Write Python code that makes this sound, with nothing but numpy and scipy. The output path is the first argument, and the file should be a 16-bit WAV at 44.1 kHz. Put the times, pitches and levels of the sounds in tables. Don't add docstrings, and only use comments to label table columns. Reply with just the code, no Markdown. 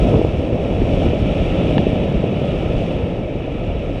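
import sys
import numpy as np
from scipy.fft import rfft, irfft, next_fast_len
from scipy.io import wavfile
from scipy.ndimage import map_coordinates

SR = 44100
rng = np.random.default_rng(int(sys.argv[2]) if len(sys.argv) > 2 else 0)


def generate_wav(sig):
    pcm = np.round(np.clip(np.atleast_2d(sig).T, -1, 1) * 32767).astype(np.int16)
    wavfile.write(sys.argv[1], SR, pcm)


N = 176400
TIME_S = np.arange(N) / SR


def amp(db):
    return 10 ** (np.asarray(db) / 20)


def unit(x):
    return x / np.sqrt(np.mean(x ** 2) + 1e-20)


def curves(rows):
    times, *columns = np.transpose(rows)
    return [np.interp(TIME_S, times, column) for column in columns]


def wobble(knots_per_s):
    return map_coordinates(rng.standard_normal(4096), [TIME_S * knots_per_s], mode="wrap")


def swell(centre_s, width_s):
    return np.exp(-((TIME_S - centre_s) / width_s) ** 2)


def filtered(x, response):
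    size = next_fast_len(N + SR // 2)
    return irfft(rfft(x, size) * response(np.fft.rfftfreq(size, 1 / SR)), size)[:N]


def coloured(x, spectrum):
    hz, db = np.transpose(spectrum)
    return unit(filtered(x, lambda f: amp(np.interp(np.log(f + 1), np.log(hz), db))))


def resonance(f, pitch_hz, width_hz):
    band = 1j * f * width_hz / (pitch_hz ** 2 - f ** 2 + 1j * f * width_hz)
    return band * np.sqrt(np.abs(band))


# time_s, flutter_db, rumble_db
WIND_LEVELS = [(0, -17, -11.5), (.15, -14.5, -25), (.23, -21, -20), (.6, -19.5, -25), (1.04, -18, -20.5),
               (1.2, -19.5, -22.5), (1.55, -18.5, -24), (1.7, -17.5, -21), (1.85, -19.5, -22),
               (2.2, -19, -27.5), (2.4, -20.5, -28.5), (2.55, -21, -24.5), (2.8, -20.5, -23.5),
               (3.05, -20.5, -27), (3.25, -24, -26.5), (3.42, -24, -27.5), (3.7, -24, -24.5),
               (4, -24.5, -24)]
# frequency_hz, relative_db
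RUMBLE_SPECTRUM = [(10, -19.5), (22, -13), (35, 1), (60, 0), (100, -3), (150, -10), (300, -26.5),
                   (900, -86)]
FLUTTER_SPECTRUM = [(40, -22.5), (100, 0.5), (170, 0), (230, -3), (285, -1.5), (390, -4.5), (500, -3.5),
                    (610, -4), (720, -11), (900, -21.5), (1150, -29), (1600, -42), (4000, -87)]

def wind():
    flutter_db, rumble_db = curves(WIND_LEVELS)
    rumble = coloured(rng.standard_normal(N) * amp(0.29 * wobble(27)), RUMBLE_SPECTRUM)
    flutter = coloured(rng.standard_normal(N) * amp(1.04 * wobble(240)), FLUTTER_SPECTRUM)
    return amp(rumble_db) * rumble + amp(flutter_db) * flutter


def paving(grains_per_s=2600, grit_share=0.34):
    grains = (rng.random(N) < grains_per_s / SR) * rng.standard_normal(N)
    grain_db = 2 * np.minimum(rng.exponential(size=N), 4)
    grit = unit(grains * amp(grain_db))
    return np.sqrt(grit_share) * grit + np.sqrt(1 - grit_share) * rng.standard_normal(N)


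# frequency_hz, relative_db
WHIRR_SPECTRUM = [(300, -19.5), (900, -7.5), (1150, -14), (1550, -11), (1750, -7), (2050, -6.5), (2300, -2),
                  (2650, 0), (3050, -3.5), (3250, -7.5), (3430, -3), (3580, -11), (3830, -11),
                  (4020, -24.5), (5000, -32.5), (9000, -76)]

def wheel_whirr(level_db, bright_above_hz=2960):
    patches = amp(0.13 * wobble(16) + 0.33 * wobble(130))
    whirr = coloured(paving(), WHIRR_SPECTRUM)
    treble = filtered(whirr, lambda f: f ** 8 / (f ** 8 + bright_above_hz ** 8))
    treble_gain = amp(level_db - level_db.mean())
    return patches * (whirr + treble * (treble_gain - 1))


# pitch_hz, width_hz, relative_db
TRUCK_MODES = [(1302, 140, -1.3), (2317, 68, -0.5), (2570, 87, -2), (2903, 78, -4), (3830, 85, -12),
               (4430, 42, -20.5), (4750, 100, -25), (5450, 110, -27), (6170, 90, -22.5)]
# centre_s, boost_db
ROUGH_SPOTS = [(.075, 3.5), (.148, 6.5), (1.07, 4)]

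def truck_rings(wander_db=2, rattle_below_hz=1800):
    rattle_db = sum(db * swell(s, width_s=0.026) for s, db in ROUGH_SPOTS)
    force = paving()
    rings, gains = [], []
    for hz, width_hz, db in TRUCK_MODES:
        rings.append(amp(db) * filtered(force, lambda f: resonance(f, hz, width_hz)))
        gains.append(amp(wander_db * wobble(14) + rattle_db * (hz < rattle_below_hz)))
    return sum(gain * ring for gain, ring in zip(gains, rings)) / np.std(sum(rings))


# time_s, over_whirr_db
DECK_LEVELS = [(0, 8), (1.2, 7), (2.2, 15), (2.8, 7.5), (3.3, 3), (4, -2)]

def deck_boom():
    deck_db, = curves(DECK_LEVELS)
    boom = filtered(paving(), lambda f: resonance(f, pitch_hz=175, width_hz=123) ** 2)
    return amp(deck_db) * unit(boom)


# frequency_hz, relative_db
HISS_SPECTRUM = [(2500, -19), (4100, 2.5), (4900, -1.5), (5500, 2), (6400, -6.5), (7200, -6.5),
                 (7700, -10.5), (8600, -6.5), (9300, -15), (9850, -19.5), (10400, -15.5), (11400, -21.5),
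                 (13000, -23.5), (14300, -32)]

def wheel_hiss():
    swell_db = 4 * swell(centre_s=1.2, width_s=0.022)
    return amp(swell_db + 0.5 * wobble(40)) * coloured(paving(), HISS_SPECTRUM)


# time_s, whirr_db, hiss_db
ROLL_LEVELS = [(0, -36, -50), (.3, -39.5, -55.5), (.53, -40, -57), (.8, -38.5, -54.5), (1.05, -36, -51.5),
               (1.18, -37.5, -56.5), (1.4, -36, -53), (1.7, -36, -52.5), (2, -37, -56),
               (2.17, -38.5, -56.5), (2.32, -38.5, -57.3), (2.48, -37.5, -55), (2.68, -38.5, -56),
               (2.82, -38, -53.5), (3.0, -39, -58.5), (3.23, -42, -61.5), (3.55, -40.5, -61),
               (4, -40.5, -58.5)]

def rolling_board(rings_db=-6):
    whirr_db, hiss_db = curves(ROLL_LEVELS)
    body = wheel_whirr(whirr_db) + amp(rings_db) * truck_rings() + deck_boom()
    return amp(whirr_db) * body + amp(hiss_db) * wheel_hiss()


# centre_s, peak_db, pitch_hz
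SHARP_EDDIES = [(.142, -5, 444), (.149, -7.5, 231), (.159, -13, 550), (.170, -12, 195), (.186, -18, 450),
                (.1948, -5, 288), (.2163, -3.5, 380), (.2495, -4, 420), (.524, -14, 380), (.821, -8.5, 260),
                (1.066, -5.5, 262), (1.135, -8, 370), (1.764, -14, 219), (1.772, -10.5, 166),
                (1.793, -7.5, 152), (1.8035, -5.5, 257), (1.869, -5, 322), (1.973, -13, 340),
                (2.24, -6.5, 305), (2.418, -9.5, 380), (2.446, -13, 415), (3.357, -17, 343),
                (3.702, -11, 386)]
SLOW_BUFFETS = [(.16, -12, 69.4), (.39, -9, 75), (.53, -12, 77), (.83, -17, 56.3), (.94, -11, 55),
                (1.07, -9, 66), (1.23, -12, 70), (1.41, -10, 60), (1.52, -15, 45), (1.935, -8, 110),
                (2.17, -10.5, 53), (2.77, -13, 39), (3.04, -13, 88), (3.72, -15, 66)]

def air_hits(rows, half_length_cycles):
    pressure = np.zeros(N)
    for centre_s, peak_db, pitch_hz in rows:
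        cycles = (TIME_S - centre_s) * pitch_hz
        envelope = 1 / np.cosh(np.clip(2 * cycles / half_length_cycles, -20, 20))
        swing = envelope * np.sin(2 * np.pi * cycles)
        pressure += amp(peak_db) * swing / np.abs(swing).max()
    return pressure


# pitch_hz, relative_db, t60_s
CLACK_MODES = [(850, 2.5, 0.017), (1755, -3.5, 0.017), (2790, -1, 0.01), (3480, -3, 0.0075),
               (4360, -11, 0.0073), (5200, -17, .005)]

def joint_clack(start_s=1.7802, clack_db=-10.5, shudder_db=-23.5, shudder_t60_s=1):
    t = np.maximum(TIME_S - start_s, 0)
    ring = sum(amp(db - 60 * t / t60_s) * np.sin(2 * np.pi * hz * t) for hz, db, t60_s in CLACK_MODES)
    attack = 1 - np.exp(-(t / 0.001) ** 2)
    shudder = unit(filtered(paving(), lambda f: resonance(f, pitch_hz=192, width_hz=140) ** 2))
    rise = 1 - np.exp(-t / 0.014)
    return amp(clack_db) * attack * ring + amp(shudder_db - 60 * t / shudder_t60_s) * rise * shudder


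def scene():
    ride = wind() + rolling_board()
    eddies = air_hits(SHARP_EDDIES, half_length_cycles=0.47)
    buffets = air_hits(SLOW_BUFFETS, half_length_cycles=0.65)
    return (ride + eddies + buffets + joint_clack())[None]


def record(dry):
    return filtered(dry[0], lambda hz: hz < 14300)[None]


dry = scene()
out = record(dry)
generate_wav(out)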